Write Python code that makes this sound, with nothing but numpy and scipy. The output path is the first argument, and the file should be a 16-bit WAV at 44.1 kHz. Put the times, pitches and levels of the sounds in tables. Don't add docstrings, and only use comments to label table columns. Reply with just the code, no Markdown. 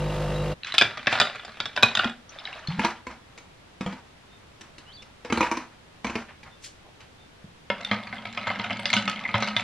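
import sys
import numpy as np
from scipy import signal
from scipy.fft import rfft, irfft
from scipy.io import wavfile
from scipy.ndimage import uniform_filter1d

SR = 44100
rng = np.random.default_rng(int(sys.argv[2]) if len(sys.argv) > 2 else 0)


def pcm_store(signal):
    levels = np.round(np.clip(np.atleast_2d(signal), -1, 1) * 32767)
    wavfile.write(sys.argv[1], SR, levels.astype(np.int16).T)


N = 424683

# (frequency [Hz], relative density [dB per Hz])
ROOM_AIR = [(20, -8.5), (107, -3), (278, -10.5), (3400, -21), (11000, -38.5), (14000, -52)]
AIR_DB = -54
# (frequency [Hz], side minus mid [dB])
STEREO_WIDTH = [(100, -37), (1300, -23.5), (2400, -20.5), (4400, -8), (8000, 6)]

PUMP_HZ, PUMP_STOP_S = 50.2, 0.5333
PUMP_ORDERS = [-3.5, -11, 0.5, -10, -22, -17, -11, -21, -26, -6.5, -13, -19, -22, -20, -15.5, -24, -34, -18,
               -24]
# (frequency [Hz], relative density [dB per Hz])
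PUMP_HISS = [(100, -10.5), (150, 1), (230, -20.5), (520, -7.5), (900, -16.5), (3900, -29), (14000, -54.5)]
# (frequency [Hz], level [dB])
VALVE_WHINE = [(600, -46), (2790, -50), (3880, -52)]

# (time [s], level [dB], treble re body [dB], loudest ring [Hz])
ICE_FALLS = [(0.741, -32.5, -4.5, 3490), (0.781, -29.5, 14.5, 4860), (0.812, -18.5, -6, 2350),
             (0.82, -22, -1.5, 3600), (0.973, -36.5, -7.5, 3340), (1.07, -20, -12, 1750),
             (1.2, -20.5, -2, 2430), (1.213, -22, -3, 3517), (1.602, -30.5, -5, 3800),
             (1.656, -36, -0.5, 3730), (1.763, -35, -0.5, 3560), (1.775, -27, -11, 1500),
             (1.826, -25.5, -3, 3855), (1.831, -16, -1, 2467), (1.951, -31, 4, 3790), (1.972, -28, 0, 1425),
             (1.992, -21.5, -18, 1414), (2.044, -28.5, -6.5, 1430)]
# (time [s], gain of the unrest [dB])
ICE_SLIDES = [(.675, -29), (1.125, -21.5), (2.01, -32.5)]
# (frequency [Hz], relative level [dB], t60 [s])
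JAR_MODES = [(118, -7, 0.31), (229.3, -3.5, 0.133), (616, -0.5, 0.09), (739, 8, 0.056), (1417, 3.5, 0.087),
             (1736, -4, 0.1), (2210, -9.5, 0.103), (2444, -0.5, 0.12), (3496, 9.5, 0.03), (3810, 7, 0.025)]
# (frequency [Hz], relative level [dB])
ICE_CRACK = [(200, -9.5), (1400, 5), (3000, -3.5), (3800, -3), (5500, -12.5), (14000, -49)]
CLINK_DB, CLINK_T60_S = 6.5, 0.061
SETTLE_DB, SETTLE_T60_S, ICE_END_S = -22, 2.14, 2.14
# (time [s], peak level [dB])
ICE_TICKS = [(0.634, -20), (0.647, -20.5), (0.67, -24), (0.722, -17.5), (0.749, -15.5), (1.359, -29),
             (1.52, -36), (7.848, -18.5), (8.902, -15), (9.097, -17.5), (9.474, -18), (9.597, -15.5)]
TICK_HZ, TICK_T60_S = (1504, 4150), 0.009

POUR_START_S, POUR_END_S, POUR_RAMP_S, POUR_DB = 2.26, 3.04, 0.14, -47
# (time [s], gain of the flow [dB])
LAST_SURGE = [(2.855, -26.5)]
# (time [s], level of the first plink [dB], pitch [Hz])
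SPLASHES = [(2.293, -36.5, 5910), (2.387, -28.5, 3600), (2.453, -24, 3860), (2.473, -26.5, 2160),
            (2.528, -26, 2800), (2.673, -23, 4310)]
PLINK_T60_S = 0.021
# (time [s], level [dB], starting pitch [Hz], rise [octaves per s], t60 [s])
GLUGS = [(2.056, -19.5, 234.2, 0.75, 0.14), (2.685, -21, 147.3, 5.6, 0.3), (2.787, -21.5, 191, 5.4, 0.12),
         (2.845, -20, 228, 2.2, 0.12), (3.808, -26.5, 188, 2.1, 0.12), (3.862, -22.5, 181.4, 2.4, 0.18)]

# (time [s], level [dB])
WALL_FLEXES = [(2.793, -24.5), (2.847, -22), (3.068, -35), (3.111, -44), (3.377, -51.5), (3.809, -32.5),
               (3.862, -32), (3.926, -38.5), (4.61, -51.5), (4.782, -53), (5.022, -54.5), (5.248, -36.5),
               (5.3, -31), (5.324, -22), (5.374, -25), (5.407, -19.5), (5.428, -25), (5.514, -24.5),
               (5.571, -30.5), (6.045, -28), (6.068, -30.5), (6.097, -33.5), (6.154, -27.5), (6.431, -54),
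               (7.005, -57)]
# (strength [dB], treble re body [dB])
FLEX_BRIGHTNESS = [(-48.5, 3.5), (-45, -12.5)]
# (frequency [Hz], relative level [dB], t60 [s])
WALL_MODES = [(68.4, -7.5, 0.2), (236.8, 3, 0.15), (316, 1, 0.1), (484, -1, 0.09), (953, 4, 0.059),
              (2197, -10, 0.089)]
# (frequency [Hz], relative level [dB])
FLEX_CRACK = [(250, -15), (1000, 1), (2400, -5.5), (3200, -15.5), (6000, -21.5), (14000, -54.5)]
HOLD_START_S, HOLD_END_S, CRACKLE_DB = 2.9, 6.45, -67.5

# (time [s], pitch [Hz])
BIRD_GLIDE = [(4.85, 2710), (4.92, 3220), (4.935, 4550), (4.963, 4610), (4.975, 3530), (4.99, 3400),
              (5.05, 3920)]
BIRD_DB, BIRD_FADE_S = -48, 0.037
# (time [s], pitch [Hz])
BIRD_NOTES = [(4.29, 3640), (6.49, 3540), (7.17, 3550)]
NOTE_S, NOTE_DB = 0.098, -57.5

# (time [s], level [dB], band centre [Hz])
SWISHES = [(6.295, -45.5, 1310), (6.465, -47, 1100), (6.646, -41.5, 3570), (6.86, -50, 450),
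           (7.015, -51, 1500)]
# (time [s], level [dB], pitch [Hz], t60 [s])
THUDS = [(7.443, -32.5, 169, 0.051), (7.702, -12.5, 565, 0.028)]

# (time [s], level [dB], treble re body [dB])
STIR_KNOCKS = [(7.701, -27, -6.5), (7.913, -24, -11.5), (8.127, -33.5, -29), (8.254, -36, -10),
               (8.375, -32, -5), (8.471, -29, -12), (8.502, -30, -13), (8.597, -31.5, -9),
               (8.642, -31.5, -9.5), (8.706, -29, -14), (8.856, -34.5, 8), (8.93, -31, 6.5),
               (8.937, -27, 2), (8.966, -26.5, 0.5), (9.077, -27.5, -6), (9.29, -34, -13),
               (9.342, -21, -23), (9.424, -26.5, -6), (9.565, -27.5, 3)]
# (time [s], gain of the rubbing [dB])
STRAW_RUBS = [(8.465, -28.5), (9.255, -28.5)]
# (frequency [Hz], relative level [dB], t60 [s])
FULL_JAR_MODES = [(115.6, -3, 0.33), (212.4, 0, 0.18), (561, -3.5, 0.15), (718, 3.5, 0.1),
                  (933, -1.5, 0.18), (1290, 7.5, 0.11), (2093, 6, 0.089)]
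# (frequency [Hz], relative level [dB])
STIR_CRACK = [(300, -19.5), (600, 8), (2400, 8.5), (4400, -2.5), (6500, -18.5), (14000, -59.5)]
STIR_START_S, SWIRL_START_DB, SWIRL_GAIN_DB_PER_S, SWIRL_TOP_DB = 7.78, -46.5, 5.5, -41
SHOVE_DB, SHOVE_T60_S = -9.5, 0.56
RUMBLE_HZ = (189, 240)

CUTOFF_HZ = 15200


def from_db(db):
    return 10 ** (np.asarray(db) / 20)


def rms_one(x):
    return x / np.sqrt(np.mean(x ** 2) + 1e-20)


def seconds(size):
    return np.arange(size) / SR


def at_hz(points, hz):
    f, value = np.transpose(points)
    return np.interp(np.log(hz + 1), np.log(f), value)


def cut(x, hz, kind, order=2):
    return signal.sosfilt(signal.butter(order, hz, kind, fs=SR, output="sos"), x)


def colour(x, spectrum, size=2048):
    hz = np.arange(size + 1) * SR / (2 * size)
    cepstrum = irfft(np.log(from_db(at_hz(spectrum, hz))))
    cepstrum[1:size] *= 2
    cepstrum[size + 1:] = 0
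    response = irfft(np.exp(rfft(cepstrum)))[:size]
    return signal.fftconvolve(x, response)[:len(x)]


def noise(spectrum):
    return rms_one(colour(rng.standard_normal(N), spectrum))


def drift(rate):
    knots = rng.standard_normal(2000)
    return np.interp(seconds(N) * rate, np.arange(len(knots)), knots)


def fade(t, t60):
    return np.exp(-np.log(1000) * t / t60)


def gate(start, end, ramp_s):
    t = seconds(N)
    return np.clip(np.minimum(t - start, end - t) / ramp_s, 0, 1)


def add(out, s, sound):
    i = max(round(s * SR), 0)
    out[i:i + len(sound)] += sound[:max(N - i, 0)]


def swells(rows, rise_t60, fall_t60, size=22050):
    out, t = np.zeros(N), seconds(size)
    for s, db in rows:
        swell = np.r_[fade(t, rise_t60)[::-1], fade(t, fall_t60)]
        add(out, s - size / SR, from_db(db) * swell)
    return out


def sweep(hz):
    return np.sin(2 * np.pi * np.cumsum(hz) / SR)


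def low_note(db, hz, t60, rise=0):
    t = seconds(SR // 2)
    onset = 1 - np.exp(-t / 0.00056)
    return from_db(db) * sweep(hz * 2 ** (rise * t)) * fade(t, t60) * onset


def grains(start, end, per_s, centre_hz, octaves, cycles, size=2400):
    out, t = np.zeros(N), seconds(size)
    for when, strength, *pitch in rng.random((int(per_s * (end - start)), 4)):
        hz = min(centre_hz * 2 ** (octaves * (sum(pitch) - 1)), SR / 4)
        tone = np.sin(2 * np.pi * hz * t) * fade(t, cycles / hz) * (1 - np.exp(-hz * t))
        add(out, start + when * (end - start), from_db(20 * strength ** 2) * tone)
    return out / out[round(start * SR):round(end * SR)].std()


def blows(table, modes, crack, crack_t60, scatter_db, scatter_t60, ring_db, detune, size=11025):
    out, t = np.zeros(N), seconds(size)
    hz, mode_db, t60 = np.transpose(modes)
    decays = fade(t, t60[:, None])
    attack = t < .02
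    edge = 2 * fade(t, 0.0014)
    for s, db, bright in table:
        late = t - rng.uniform(0.0022, 0.009)
        rebound = 0.45 * (late > 0) * fade(abs(late), crack_t60)
        scatter = from_db(scatter_db) * fade(t, scatter_t60)
        shape = edge + fade(t, crack_t60) + rebound + scatter
        spot = [(f, at_hz(crack, f) + 4.5 * rng.standard_normal()) for f in np.geomspace(100, 14000, 72)]
        contact = colour(rng.standard_normal(size) * shape, spot)
        tuned_hz = hz * (1 + detune * rng.standard_normal(len(hz)))
        rings = np.sin(2 * np.pi * np.outer(tuned_hz, t)) * decays
        strengths = from_db(mode_db + 5.1 * rng.standard_normal(len(hz)))
        ring = (strengths * rng.choice([-1, 1], len(hz))) @ rings
        hit = contact / contact[attack].std() + from_db(ring_db) * ring / ring[attack].std()
        hit = cut(hit * (1 - np.exp(-t / .0005)), 80, "high", order=3)
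        for kind, part_db in ("low", 0), ("high", bright):
            part = cut(hit, 3100, kind, order=4)
            add(out, s, from_db(db + part_db) * part / part[attack].std())
    return out


def agitation(knocks, t60):
    energy = np.zeros(N)
    for s, db, _ in knocks:
        add(energy, s, from_db([db]) ** 2)
    return np.sqrt(signal.lfilter([1], [1, -fade(1 / SR, t60) ** 2], energy + 1e-18))


def clinks(unrest, start, end, per_s, db, spread_db):
    count = int((end - start) * per_s)
    chance = rng.random((count, 3))
    s = start + (np.arange(count) + chance[:, 0]) / per_s
    unrest_db = 20 * np.log10(np.interp(s, seconds(N), unrest) + 1e-9)
    strength = unrest_db + db + spread_db * (chance[:, 1] - .5)
    treble = -11 + 14 * (chance[:, 2] - .5)
    return list(zip(s, strength, treble))


def background():
    mid, side = noise(ROOM_AIR), cut(noise(ROOM_AIR), 240, "high")
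    return from_db(AIR_DB) * np.array([mid + side, mid - side])


def whine(hz, db):
    band = cut(rng.standard_normal(N), (hz - 60, hz + 60), "band")
    return from_db(db) * rms_one(band * from_db(4.5 * drift(60)))


def pump():
    t = seconds(N)
    turn = 2 * np.pi * PUMP_HZ * t
    hum = sum(from_db(db) * np.sin(order * turn + 2 * np.pi * rng.random())
              for order, db in enumerate(PUMP_ORDERS, 1))
    stroke = np.resize(rng.standard_normal(round(SR / PUMP_HZ)), N)
    rattle = colour(cut(stroke, 750, "high") + rng.standard_normal(N), PUMP_HISS)
    rattle = rattle * from_db(2 * np.sin(turn) + drift(26.2))
    whines = sum(whine(hz, db) for hz, db in VALVE_WHINE)
    running = np.clip((PUMP_STOP_S - t) / 0.023 + .5, 0, 1)
    return running * (from_db(-28.0) * rms_one(hum) + from_db(-34.0) * rms_one(rattle) + whines)


def tick(db, size=1400):
    t = seconds(size)
    spot = [(f, 6 * rng.standard_normal()) for f in np.geomspace(800, 8000, 24)]
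    snap = colour(rng.standard_normal(size) * fade(t, TICK_T60_S), spot, size=512)
    snap = cut(snap, TICK_HZ, "band", order=3)
    return from_db(db) * snap / abs(snap).max()


def ticking(rows):
    out = np.zeros(N)
    for s, db, *_ in rows:
        add(out, s, tick(db))
    return out


def jostling():
    falls = [row[:3] for row in ICE_FALLS]
    settling = from_db(SETTLE_DB) * agitation(falls, SETTLE_T60_S)
    unrest = settling + swells(ICE_SLIDES, rise_t60=0.11, fall_t60=0.31)
    unrest = unrest * gate(PUMP_STOP_S, ICE_END_S, 0.077)
    knocks = falls + clinks(unrest, ICE_FALLS[0][0], ICE_END_S, per_s=36, db=-1, spread_db=7)
    ticks = grains(PUMP_STOP_S, ICE_END_S, per_s=1800, centre_hz=2357, octaves=1.184, cycles=77)
    scrape = cut(noise(ICE_CRACK), 1300, "high")
    out = blows(knocks, JAR_MODES, ICE_CRACK, crack_t60=.009, scatter_db=-14, scatter_t60=.04,
                ring_db=-5, detune=.02)
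    for s, db, _, hz in ICE_FALLS:
        add(out, s, low_note(db + CLINK_DB, hz, CLINK_T60_S))
    return out + from_db(-6.5) * unrest * (ticks + scrape)


def water():
    stream = from_db(POUR_DB + 3.2 * drift(34.97)) * gate(POUR_START_S, POUR_END_S, POUR_RAMP_S)
    flow = stream + swells(LAST_SURGE, rise_t60=0.17, fall_t60=0.045)
    bubbles = grains(POUR_START_S, POUR_END_S, per_s=1500, centre_hz=1800, octaves=1.78, cycles=26)
    out = flow * (bubbles + 0.67 * noise(ICE_CRACK)) + .5 * ticking(SPLASHES)
    for s, db, hz in SPLASHES:
        add(out, s, low_note(db, hz, PLINK_T60_S))
        for late, weak, pitch in rng.random(size=(4, 3)):
            plink = low_note(db - 10 * (weak + .5), hz * 2 ** (.5 - pitch), PLINK_T60_S)
            add(out, s + 0.022 * late ** 2, plink)
    for s, db, hz, rise, t60 in GLUGS:
        add(out, s, low_note(db, hz, t60, rise))
    return out


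def flexing():
    buckles = [(s, db, np.interp(db, *np.transpose(FLEX_BRIGHTNESS))) for s, db in WALL_FLEXES]
    return blows(buckles, WALL_MODES, FLEX_CRACK, crack_t60=0.019, scatter_db=-11.5, scatter_t60=0.19,
                 ring_db=4.5, detune=0.04)


def creasing(flex):
    bending = np.sqrt(np.abs(uniform_filter1d(flex ** 2, size=3000, origin=1300)))
    crackle = rms_one(from_db(6.7 * drift(42)))
    held = from_db(CRACKLE_DB) * gate(HOLD_START_S, HOLD_END_S, 0.26) * crackle
    return (from_db(-10.5) * bending + held) * noise(FLEX_CRACK) * from_db(2 * drift(110))


def bird():
    s, hz = np.transpose(BIRD_GLIDE)
    level = from_db(BIRD_DB + 2 * drift(45)) * gate(s[0], s[-1], BIRD_FADE_S)
    out = level * sweep(np.interp(seconds(N), s, hz))
    arch = np.sqrt(np.hanning(round(NOTE_S * SR)))
    for s, hz in BIRD_NOTES:
        pitch = hz + 45 * drift(79)[:len(arch)]
        add(out, s, from_db(NOTE_DB) * arch * sweep(pitch))
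    return out


def swishes():
    out = np.zeros(N)
    for s, db, hz in SWISHES:
        rustle = rms_one(cut(rng.standard_normal(N), (hz / 2, hz * 2), "band", order=3))
        out += swells([(s, db)], rise_t60=0.075, fall_t60=0.17) * rustle
    return out * from_db(2 * drift(110))


def thuds():
    out = np.zeros(N)
    for s, db, hz, t60 in THUDS:
        add(out, s, low_note(db, hz, t60))
    return out


def swirling():
    t, start, end = seconds(N) - STIR_START_S, STIR_KNOCKS[0][0], N / SR
    speed = (t > 0) * from_db(np.minimum(SWIRL_START_DB + SWIRL_GAIN_DB_PER_S * t, SWIRL_TOP_DB))
    swirl = np.hypot(speed, from_db(SHOVE_DB) * agitation(STIR_KNOCKS, SHOVE_T60_S))
    knocks = STIR_KNOCKS + clinks(swirl, STIR_START_S, end, per_s=40, db=-4.5, spread_db=17)
    hits = blows(knocks, FULL_JAR_MODES, STIR_CRACK, crack_t60=0.0053, scatter_db=-15.5, scatter_t60=0.15,
                 ring_db=-2.5, detune=0.0157)
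    rattle = ticking(clinks(swirl, STIR_START_S, end, per_s=60, db=5.0, spread_db=20.5))
    grind = grains(start, end, per_s=1200, centre_hz=1440, octaves=1.72, cycles=37)
    grind = (grind + .5 * noise(STIR_CRACK)) * from_db(2 * drift(50))
    glass = grains(start, end, per_s=140, centre_hz=2128, octaves=0.067, cycles=65)
    rumble = rms_one(cut(rng.standard_normal(N), RUMBLE_HZ, "band")) * from_db(2.5 * drift(22))
    rubbing = swells(STRAW_RUBS, rise_t60=0.041, fall_t60=0.11) * (glass + .5 * grind)
    stirred = from_db(-6.5) * grind + from_db(-7.5) * glass + from_db(-5.0) * rumble
    return hits + rattle + rubbing + swirl * stirred


def kitchen(x, wet_db, low_t60, high_t60, size=26460):
    t, white = seconds(size), rng.standard_normal(size)
    low = cut(white, 2000, "low", order=3) * fade(t, low_t60)
    high = cut(white, 2000, "high", order=3) * fade(t, high_t60)
    tail = (low + high) * np.clip(t / 0.014, 0, 1)
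    return from_db(wet_db) * signal.fftconvolve(x, tail / np.linalg.norm(tail))[:N]


def widen(mid, size=128):
    smear = irfft(np.exp(2j * np.pi * rng.random(size)))
    side = colour(signal.fftconvolve(mid, smear)[:N], STEREO_WIDTH)
    return np.array([mid + side, mid - side])


def scene():
    flex = flexing()
    counter = jostling() + ticking(ICE_TICKS) + water() + flex + creasing(flex)
    counter = counter + swishes() + thuds() + swirling()
    ringing = counter + bird()
    room = kitchen(ringing, wet_db=-8.5, low_t60=0.28, high_t60=0.25)
    return widen(ringing + room + pump()) + background()


def record(dry):
    lowpass = signal.cheby2(12, 60, CUTOFF_HZ + 800, fs=SR, output="sos")
    return signal.sosfilt(lowpass, np.clip(dry, -1, 1))


dry = scene()
out = record(dry)
pcm_store(out)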